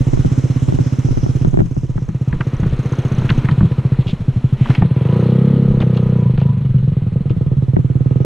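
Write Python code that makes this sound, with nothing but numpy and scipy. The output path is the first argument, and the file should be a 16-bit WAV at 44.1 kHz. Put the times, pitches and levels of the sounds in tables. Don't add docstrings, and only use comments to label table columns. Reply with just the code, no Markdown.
import sys
import numpy as np
from scipy import signal
from scipy.io import wavfile

SR = 44100
rng = np.random.default_rng(int(sys.argv[2]) if len(sys.argv) > 2 else 0)


def level_to_linear(level):
    exponent = np.asarray(level, float) / 20
    return 10 ** exponent


def pcm_store(signal):
    levels = np.round(np.clip(np.atleast_2d(signal), -1, 1) * 32767)
    wavfile.write(sys.argv[1], SR, levels.astype(np.int16).T)


N = 363806


def rms_one(x):
    return x / np.sqrt(np.mean(x ** 2) + 1e-20)


def in_time(rows):
    s, *columns = np.transpose(rows)
    return [np.interp(np.arange(N) / SR, s, c) for c in columns]


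def impulses(times, sizes):
    out = np.full(N, 1e-18)
    at = np.round(np.asarray(times) * SR).astype(int)
    inside = (at >= 0) & (at < N)
    np.add.at(out, at[inside], np.asarray(sizes)[inside])
    return out


def ring(excitation, hz, t60):
    r, w = level_to_linear(-60 / (t60 * SR)), 2 * np.pi * hz / SR
    return signal.lfilter([0, np.sin(w)], [1, -2 * r * np.cos(w), r * r], excitation)


def cut(x, hz, kind, order=2):
    return signal.sosfilt(signal.butter(order, hz, kind, fs=SR, output="sos"), x)


def drift(rate):
    knots = rng.standard_normal(400)
    return np.interp(np.arange(N) / SR * rate, np.arange(400), knots)


def hiss(spectrum, alike, patchy_db):
    hz, level_db = np.transpose(spectrum)
    bands = round(3 * np.log2(hz[-2] / hz[1]))
    edges = np.geomspace(hz[1], hz[-2], num=bands + 1)
    white, out = rng.standard_normal((2, 2, N)), 0
    side_gain = np.sqrt((1 - alike) / (1 + alike))
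    for k, (low, high) in enumerate(zip(edges, edges[1:])):
        mid, side = cut(white[k % 2], [low, high], "band")
        band_db = np.interp(np.log(low * high) / 2, np.log(hz), level_db)
        gain = level_to_linear(band_db + patchy_db * drift(14))
        out = out + gain * (mid + side_gain * side * [[1], [-1]])
    return rms_one(out)


def swells(rows, rest_db):
    foot_db = -18.5
    t = np.arange(N) / SR
    levels = [rest_db + 0 * t]
    for s, db, rise, fall in rows:
        levels.append(db + foot_db * np.maximum((s - t) / rise, (t - s) / fall))
    return np.max(levels, axis=0)


# (time [s], firing rate [1/s])
SPEED_CURVE = [(0.0, 15.96), (0.78, 16.69), (0.93, 16.14), (1.66, 16.83), (2.06, 15.65), (3.03, 15.41),
               (3.98, 14.45), (4.47, 11.91), (4.74, 11.51), (4.97, 19.92), (5.13, 29.57), (5.48, 34.31),
               (6.03, 30.51), (6.17, 31.35), (6.34, 22.84), (6.4, 27.54), (6.75, 22.31), (7.74, 17.78),
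               (8.07, 19.2), (8.25, 23.69)]
# (time [s], thump change [dB], bark change [dB])
UNEVEN_BURNS = [(1.169, -10.5, 2), (1.652, -10, -9), (2.082, -9, -3), (3.512, 1, -4.5), (3.647, 2.5, -3),
                (3.712, 0.5, 0), (4.061, -7, -3.5), (4.129, -0.5, -8), (4.202, -9.5, -28), (4.36, -3.4, -8),
                (6.257, 1.3, -3.5), (6.337, -7, -9), (6.489, -4, -13), (6.525, -8.5, -20.5),
                (6.569, -5.5, -7), (6.606, -8.5, -9.5), (6.648, -4, -5.5), (6.693, -6.5, -14),
                (6.743, -.4, -8.5), (6.782, -7.5, -12.5), (6.827, -4.5, -9.5), (6.876, -0.5, -3.5),
                (6.919, -3.5, -5), (7.018, -4.5, -9), (7.065, -2.5, -6.5), (7.12, -5.5, -12.5),
                (7.205, -2.5, -10), (7.256, -2.5, -4.5), (7.307, -2.5, -1), (7.364, -2.5, -10.5),
                (7.463, -2.5, -7), (7.567, -1.5, -17), (7.681, -1, -6)]
FIRST_FIRING_S = .005


def firings(offset=0.):
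    turned = np.cumsum(in_time(SPEED_CURVE)[0]) / SR
    turned = turned - turned[round(FIRST_FIRING_S * SR)]
    times = np.interp(np.arange(int(turned[-1]) + 1), turned, np.arange(N) / SR)
    times[[np.abs(times - row[0]).argmin() for row in UNEVEN_BURNS]] = [row[0] for row in UNEVEN_BURNS]
    return np.interp(np.arange(len(times)) + offset, np.arange(len(times)), times)


def burns():
    burn_spread_db, mid_revs_per_s = 1.8, 24
    times = firings()
    burn_db = np.zeros((len(times), 2))
    burn_db[[np.abs(times - row[0]).argmin() for row in UNEVEN_BURNS]] = np.array(UNEVEN_BURNS)[:, 1:]
    per_s = 1 / np.gradient(times)
    spread_db = burn_spread_db * (per_s.min() / per_s) ** 2
    return times, burn_db[:, 0], burn_db[:, 1], per_s - mid_revs_per_s, spread_db


# (time [s], thump [dB], silencer boom [dB], tail pipe bark [dB])
EXHAUST_LOAD = [(0, -5, -16, -25.5), (.98, -5.5, -16.5, -29.5), (1.47, -5.5, -17.5, -27.5),
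                (1.71, -10.5, -20, -29), (2.1, -9, -34, -26.5), (2.5, -8, -26, -22), (2.98, -7, -25, -17.5),
                (3.3, -4.5, -42, -21.5), (4.06, -2.5, -32.5, -19), (4.7, -1.5, -25, -25.5),
                (5.0, -4.5, -49.5, -16), (5.2, -5.5, -48.5, -9.5), (5.56, -6, -10, -15),
                (5.76, -7, -32.5, -14.5), (6.12, -6, -32, -16), (6.6, -2.5, -31, -23.5),
                (7.15, -5, -38, -18.5), (7.35, -5, -27.5, -17), (7.95, -5, -21, -24), (8.25, -4, -25, -15)]
# (frequency [Hz], relative level [dB], t60 [s], gain per extra firing a second [dB],
# share of the bark's change in an uneven burn [ratio], signed factor [ratio])
SILENCER_MODES = [(129.7, 3, 0.081, 0, 0, 0.94), (91, -19.5, 0.17, 0.5, 0.02, 0.57),
                  (160, -18, 0.13, 0.5, 0.0087, 0.85), (203, -6, 0.035, 1.37, 0, -0.78),
                  (468, -13, 0.044, 0, 0.12, 0.71)]


def silencer():
    times, burn_thump_db, burn_bark_db, extra_rate, spread_db = burns()
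    thump_db, boom_db, _ = in_time(EXHAUST_LOAD)
    chance = rng.standard_normal((len(times), len(SILENCER_MODES) + 2))
    late = times + 0.01206 + .004 * chance[:, -1]
    left_over = 1.23 * (1 - level_to_linear(np.minimum(burn_bark_db, 0)))
    modes = 0
    for k, (hz, db, t60, db_per_rate, share, sign) in enumerate(SILENCER_MODES):
        size_db = db + burn_thump_db + share * burn_bark_db + db_per_rate * extra_rate
        size = sign * level_to_linear(size_db + spread_db * chance[:, k])
        modes = modes + ring(impulses(times, size) + impulses(late, size * left_over), hz, t60)
    boom = ring(impulses(times, level_to_linear(burn_bark_db + 1.4 * chance[:, -2])), 254, 0.057)
    thump = modes * level_to_linear(thump_db + 2.5) + boom * level_to_linear(boom_db + 7.0)
    thump = cut(cut(thump, [85, 290], "band"), 65, "high")
    return cut(thump, 900, "low") * level_to_linear([[-1.2], [1.2]])


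# (frequency [Hz], relative level [dB], t60 [s], signed factor [ratio])
PIPE_MODES = [(357, 6.5, 0.11, 0.28), (400.6, -3, 0.078, 0.89), (472, 3.5, 0.05, 0.79),
              (538, -2.5, 0.2, 0.056), (674, -16, 0.038, 1), (812, -3.5, 0.072, 0.57),
              (1256, -1, 0.23, -1.4)]


def tail_pipe():
    lead_s, lead_per_rate_s = .0014, .00005
    times, _, burn_bark_db, extra_rate, spread_db = burns()
    chance = rng.standard_normal((len(times), len(PIPE_MODES) + 1))
    fronts = times - lead_s - lead_per_rate_s * extra_rate
    bark = 0
    for k, (hz, db, t60, sign) in enumerate(PIPE_MODES):
        size_db = db + burn_bark_db + spread_db * (chance[:, k] + chance[:, -1])
        bark = bark + ring(impulses(fronts, sign * level_to_linear(size_db)), hz, t60)
    bark = cut(cut(bark, 250, "high"), 610, "low", order=4)
    bark = bark * level_to_linear(in_time(EXHAUST_LOAD)[2] - 4.0) + second_puff()
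    far_port = np.r_[np.zeros(6), bark[:-6]]
    return np.array([bark, far_port])


def second_puff():
    delay_s = 0.016
    times, _, burn_bark_db, _, _ = burns()
    chance = rng.standard_normal((len(times), 2))
    second = impulses(times + delay_s + .001 * chance[:, 0], level_to_linear(burn_bark_db + 5.7 * chance[:, 1]))
    puff = ring(second, 340, .04) + level_to_linear(-3.5) * ring(second, 440, 0.018)
    return cut(puff, [250, 560], "band") * level_to_linear(in_time(EXHAUST_LOAD)[1] - 8.5)


# (time [s], relative peak [dB], rise [s], fall [s])
PANEL_GRIPS = [(2.33, -46, .1, .15), (3.55, -45.5, 0.34, 0.73), (4.07, -48, .1, 0.16),
               (4.71, -47, 0.13, .3), (5.17, -41, 0.52, 0.14), (5.81, -47, 0.15, .08),
               (6.27, -41.5, 0.29, 0.082), (6.5, -41, 0.17, .15)]


def panel():
    panel_hz, panel_t60_s, rest_db = 982, .11, -64.5
    times = firings()
    shaking = impulses(times, rng.standard_normal(len(times))) + 0.054 * rng.standard_normal(N)
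    return ring(shaking, panel_hz, panel_t60_s) * level_to_linear(swells(PANEL_GRIPS, rest_db) + 4.0)


def gas_puff():
    times = firings()
    return cut(ring(impulses(times, np.ones(len(times))), 20.8, 0.1), 150, "low")


# (time [s], engine case [dB], valve side treble [dB], valve tick [dB])
HELMET_REACH = [(0, -46, -48.5, -57.5), (.62, -45.5, -48, -58), (1.39, -48, -50.5, -55.5),
                (1.72, -56, -58.5, -62), (2.2, -53, -61.5, -66.5), (2.5, -46.5, -59.5, -61.5),
                (3.14, -42, -56, -55), (3.36, -41, -54.5, -57), (3.6, -44.5, -62, -71),
                (4.25, -49.5, -61, -97), (4.55, -48, -62, -70), (4.72, -38.5, -55.5, -70),
                (4.87, -47.5, -70.5, -68.5), (5.17, -43, -68, -66.5), (5.35, -45, -69.5, -74.5),
                (5.75, -49, -72.5, -73), (6.0, -48, -69.5, -71), (6.7, -52.5, -75.5, -78),
                (7.7, -55, -66, -81.5), (8.25, -53, -66.5, -70)]
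# (frequency [Hz], relative density [dB per Hz])
GAS_SPECTRUM = [(120, -30), (200, -3.5), (281, -13), (483, -18.5), (724, -25), (1260, -25.5), (1800, -33.5),
                (2340, -79.5), (3960, -120)]


def gas_hiss():
    case_db, bark_db = in_time(HELMET_REACH)[0], in_time(EXHAUST_LOAD)[2]
    gas_db = case_db + 13.0 + .15 * (bark_db - bark_db.mean())
    return hiss(GAS_SPECTRUM, alike=0.38, patchy_db=1.2) * (1 + 1.1 * gas_puff()) * level_to_linear(gas_db)


def valves(modes, spread_db):
    times = np.r_[firings(.09), firings(.58)]
    base_db = np.repeat([0, -4.0], len(times) // 2)
    chance = rng.standard_normal((len(times), len(modes) + 1))
    closings = times + 0.0024 * chance[:, -1]
    rasp = np.hanning(round(0.0066 * SR))
    out = 0
    for k, (hz, db, t60) in enumerate(modes):
        strikes = impulses(closings, level_to_linear(db + base_db + spread_db * chance[:, k]))
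        envelope = signal.fftconvolve(strikes, rasp, "same")
        out = out + ring(rng.standard_normal(N) * envelope, hz, t60)
    return rms_one(out)


# (frequency [Hz], relative level [dB], t60 [s])
CASE_MODES = [(2250, -13, 0.027), (2440, -6.5, 0.015), (2934, 0.5, 0.027), (3320, -5, 0.02),
              (3700, -20, 0.065), (4180, -14, 0.15)]
# (frequency [Hz], relative density [dB per Hz])
CASE_SPECTRUM = [(1060, -30), (1800, -1), (2410, 2), (2740, -9), (3370, 2.5), (5000, -24), (6500, -54),
                 (11000, -120)]


def engine_case():
    case_db, puff = in_time(HELMET_REACH)[0], gas_puff()
    case = hiss(CASE_SPECTRUM, alike=0.93, patchy_db=1.2) * (1 + 0.96 * puff)
    case = case + level_to_linear(-9.5) * valves(CASE_MODES, spread_db=3.0)
    white = rng.standard_normal(N) + .6 * rng.standard_normal((2, N))
    top = rms_one(cut(cut(white, [7800, 12500], "band"), 7500, "low")) * (1 + 2.0 * puff)
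    return case * level_to_linear(case_db - 2.0) + top * level_to_linear(case_db - 22.0)


# (frequency [Hz], relative density [dB per Hz])
TREBLE_SPECTRUM = [(2940, -35), (5000, -2), (6650, -5.5), (7810, -12), (8600, -16.5), (9690, -18.5),
                   (12100, -33), (15000, -58)]


def valve_treble():
    treble = hiss(TREBLE_SPECTRUM, alike=0.61, patchy_db=2.5) * (1 + 0.94 * gas_puff())
    return treble * level_to_linear([[-1.0], [1.2]]) * level_to_linear(in_time(HELMET_REACH)[1] - 1.0)


# (frequency [Hz], relative level [dB], t60 [s])
HEAD_MODES = [(6040, -3, 0.018), (6500, -10, 0.048), (8300, -13, 0.0045), (12400, -13.5, .003)]


def valve_ticks():
    return valves(HEAD_MODES, spread_db=2.0) * level_to_linear(in_time(HELMET_REACH)[2] + 2.0)


def intake_snort():
    gain_db, full_climb_per_s2, lead_s, t60_s = 18, 40, .006, .06
    times = firings() - lead_s
    decay = signal.lfilter([1], [1, -level_to_linear(-60 / (t60_s * SR))], impulses(times, np.ones(len(times))))
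    noise = cut(rng.standard_normal(N), [1600, 3300], "band", order=4)
    climb = np.clip(np.gradient(in_time(SPEED_CURVE)[0]) * SR / full_climb_per_s2, 0, 1)
    return cut(decay, 140, "low") * noise * level_to_linear(in_time(HELMET_REACH)[0] + gain_db) * climb


# (time [s], clack [dB], thud [dB])
MOUNT_KNOCKS = [(.135, -6.5, -31), (.174, -11.5, -22), (.248, -9, -16.5), (.687, -11, -44),
                (0.724, -10, -18.5), (.788, -8, -18), (1.087, -13.5, -24), (1.174, -11, -20.5),
                (1.263, -11.5, -21.5), (1.448, -8, -13), (1.542, -8.5, -20.5), (1.573, -5, -16.5),
                (1.59, -8, -18), (1.605, -5, -42), (1.617, -12.5, -10), (1.766, -16, -22),
                (1.981, -10.5, -20.5), (2.09, -11, -17), (2.331, -4.5, -14), (2.411, -7.5, -37),
                (2.63, -5, -11.5), (3.142, -10, -18.5), (3.218, -4, -15.5), (3.3, -19, -14.5),
                (3.489, -9, -14.5), (3.61, -10, -7), (3.63, 3, -6.5), (3.651, -34, -30), (4.091, -6, -24),
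                (4.813, -40, -14), (4.824, 4, -6), (5.703, -34, -11.5), (5.813, -23, -10.5),
                (6.337, -19, -17), (7.305, -14.5, -12), (7.767, -5.5, -11)]


def mount():
    s, clack_db, thud_db = np.transpose(MOUNT_KNOCKS)
    hit = impulses(s, level_to_linear(clack_db))
    clack = ring(hit, 370, 0.041) + level_to_linear(-2.5) * ring(hit, 610, 0.013)
    clack = clack + level_to_linear(-17.5) * ring(hit, 770, 0.016) + level_to_linear(-35.5) * ring(hit, 1500, 0.02)
    hit = impulses(s, level_to_linear(thud_db))
    thud = ring(hit, 165, 0.22) + level_to_linear(0.5) * ring(hit, 192, 0.12)
    thud = thud + level_to_linear(-0.5) * ring(hit, 118, 0.17) + level_to_linear(-5.0) * ring(hit, 310, 0.081)
    return cut(clack, 2000, "low") * [[-.85], [1.15]] + cut(thud, 350, "low") * level_to_linear([[2.5], [-3.5]])


# (time [s], peak of the pitched part [dB], its centre [Hz], crack [dB], woody knock [dB])
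LEVER_CLICKS = [(1.448, -29, 1180, -8.5, -15), (1.5928, -31, 1470, -16, -5), (1.6015, -30, 1000, -14, -4),
                (1.9768, -27.5, 1080, -21, -13), (2.09, -35, 1110, -22, -8), (2.3275, -20, 1420, -22, -21),
                (2.4081, -12.5, 1450, -21, -20), (2.633, -21, 1150, -17, -15), (2.6648, -28, 990, -23, -8),
                (2.9331, -21, 920, -27.5, -24), (3.2183, -25.5, 1210, -20, -6),
                (3.2925, -15, 2120, -19, -28), (3.3027, -13.5, 1320, -1, -20), (3.487, -14, 1360, -22, -14),
                (3.5121, -27, 1170, -2.5, -4), (3.6073, -17, 1083, -33, -6), (3.944, -31.5, 1320, -29, -25),
                (4.0235, -34, 1000, -5, -19), (4.6577, -19, 1270, -21, -17), (4.6878, -22, 1010, -22, -10),
                (4.7016, -18.5, 1600, -8.5, -1.5), (4.7502, -17, 2190, -7, -9),
                (4.8212, -16.5, 1480, -32, 4), (5.8042, -18.5, 980, -10, 1), (5.8232, -24.5, 1330, -12, 3),
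                (5.9482, -30, 1014, -10, -1), (5.9731, -25, 940, 2.5, -26), (6.377, -27, 1060, -7.5, 3.5),
                (6.4143, -28.5, 1220, -7.5, 6.5), (7.2999, -31.5, 980, -24.5, -3),
                (7.7629, -31, 1380, -20, 3), (8.0493, -43, 964, -14, -3)]


def handling():
    out, t = np.zeros(N + SR), np.arange(SR // 5) / SR
    for s, db, hz, crack_db, wood_db in LEVER_CLICKS:
        noise = rng.standard_normal(len(t)) * np.minimum(t / .0035, 1) ** 2
        parts = [(0, [hz / 1.67, hz * 1.56], 0.041), (crack_db, [2700, 4400], .018),
                 (crack_db - 22, [5500, 9500], .015), (wood_db, [520, 900], .032)]
        for part_db, edges, t60 in parts:
            burst = cut(cut(noise * level_to_linear(-60 * t / t60), edges, "band"), edges, "band")
            out[round((s - .003) * SR):][:len(t)] += level_to_linear(db + part_db) * burst / np.abs(burst).max()
    return out[:N]


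# (start [s], end [s], rms before the fades [dB], centre [Hz])
RUBBING_STROKES = [(2.512, 2.608, -49, 1750), (3.237, 3.33, -44, 2120), (3.442, 3.464, -32.5, 1950),
                   (3.999, 4.031, -44, 3020), (4.06, 4.13, -35, 3070), (4.574, 4.794, -41, 2500),
                   (5.806, 5.835, -33, 2470), (5.938, 6.001, -43, 2830), (6.368, 6.453, -44.5, 2640),
                   (7.291, 7.32, -43, 2920)]


def rubbing():
    out = np.zeros(N)
    for start, end, db, hz in RUBBING_STROKES:
        length = round((end - start) * SR)
        sizes = level_to_linear(5.4 * np.minimum(rng.exponential(1, length), 3))
        grains = rng.standard_normal(length) * sizes * (rng.random(length) < .08)
        stroke = rms_one(cut(grains, [hz / 1.27, hz * 1.21], "band")) * np.hanning(length) ** 0.42
        out[round(start * SR):][:length] += level_to_linear(db) * stroke
    return out


# (time [s], relative peak [dB], rise [s], fall [s])
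WIND_GUSTS = [(0, -12, .05, 0.049), (.14, -17.5, 0.11, 0.3), (.76, -16.5, 0.29, .12),
              (1.1, -17, 0.065, 0.47), (1.56, -18, .3, 0.3), (1.92, -20.5, 0.58, 0.38),
              (2.32, -16, 0.047, 0.18), (2.7, -13.5, 0.23, .2), (3.4, -22, 0.83, 0.077),
              (3.97, -17.5, 0.15, 0.18), (4.73, -23, 3.1, .15), (5.72, -23, 0.07, 0.22),
              (6.09, -20, .12, 0.16), (6.36, -20, 0.046, 0.13), (6.66, -24, 0.22, 1.7),
              (7.5, -23.5, 1.3, .25)]


def wind():
    lump_spread_db, calm_db = 3.0, -36.5
    lumps = level_to_linear(lump_spread_db * np.array([drift(30), drift(5.6)]))
    rumble = cut(cut(rng.standard_normal((2, N)), 47, "low", order=3), 14, "high") * lumps
    return rms_one(rumble) * level_to_linear(swells(WIND_GUSTS, calm_db) + [[-4.0], [1.5]])


def microphone_noise():
    mic_noise_db = -75
    return rms_one(cut(rng.standard_normal(N), [7500, 10800], "band")) * level_to_linear(mic_noise_db)


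def scene():
    exhaust = silencer() + tail_pipe() + panel()
    engine = exhaust + gas_hiss() + engine_case() + valve_treble() + valve_ticks() + intake_snort()
    return engine + mount() + handling() + rubbing() + wind() + microphone_noise()


def band_limit(x):
    return signal.sosfilt(signal.butter(12, 15260, fs=SR, output="sos"), x)


# (time [s], gain of the side signal [dB])
STEREO_WIDTH = [(0, 1.5), (1.7, 4), (2.3, -15), (2.9, -31), (3.3, -48), (6.9, -66.5), (7.0, -13),
                (7.4, -1.5), (7.8, 4.5), (8.25, 6)]


def record(dry):
    mid = (dry[0] + dry[1]) / 2
    side = (dry[0] - dry[1]) / 2 * level_to_linear(in_time(STEREO_WIDTH)[0])
    rounded = 1.268 * np.tanh(np.array([mid + side, mid - side]) / 1.282)
    mix = cut(rounded, 15200, "low", order=8)
    return band_limit(mix)


dry = scene()
out = record(dry)
pcm_store(out)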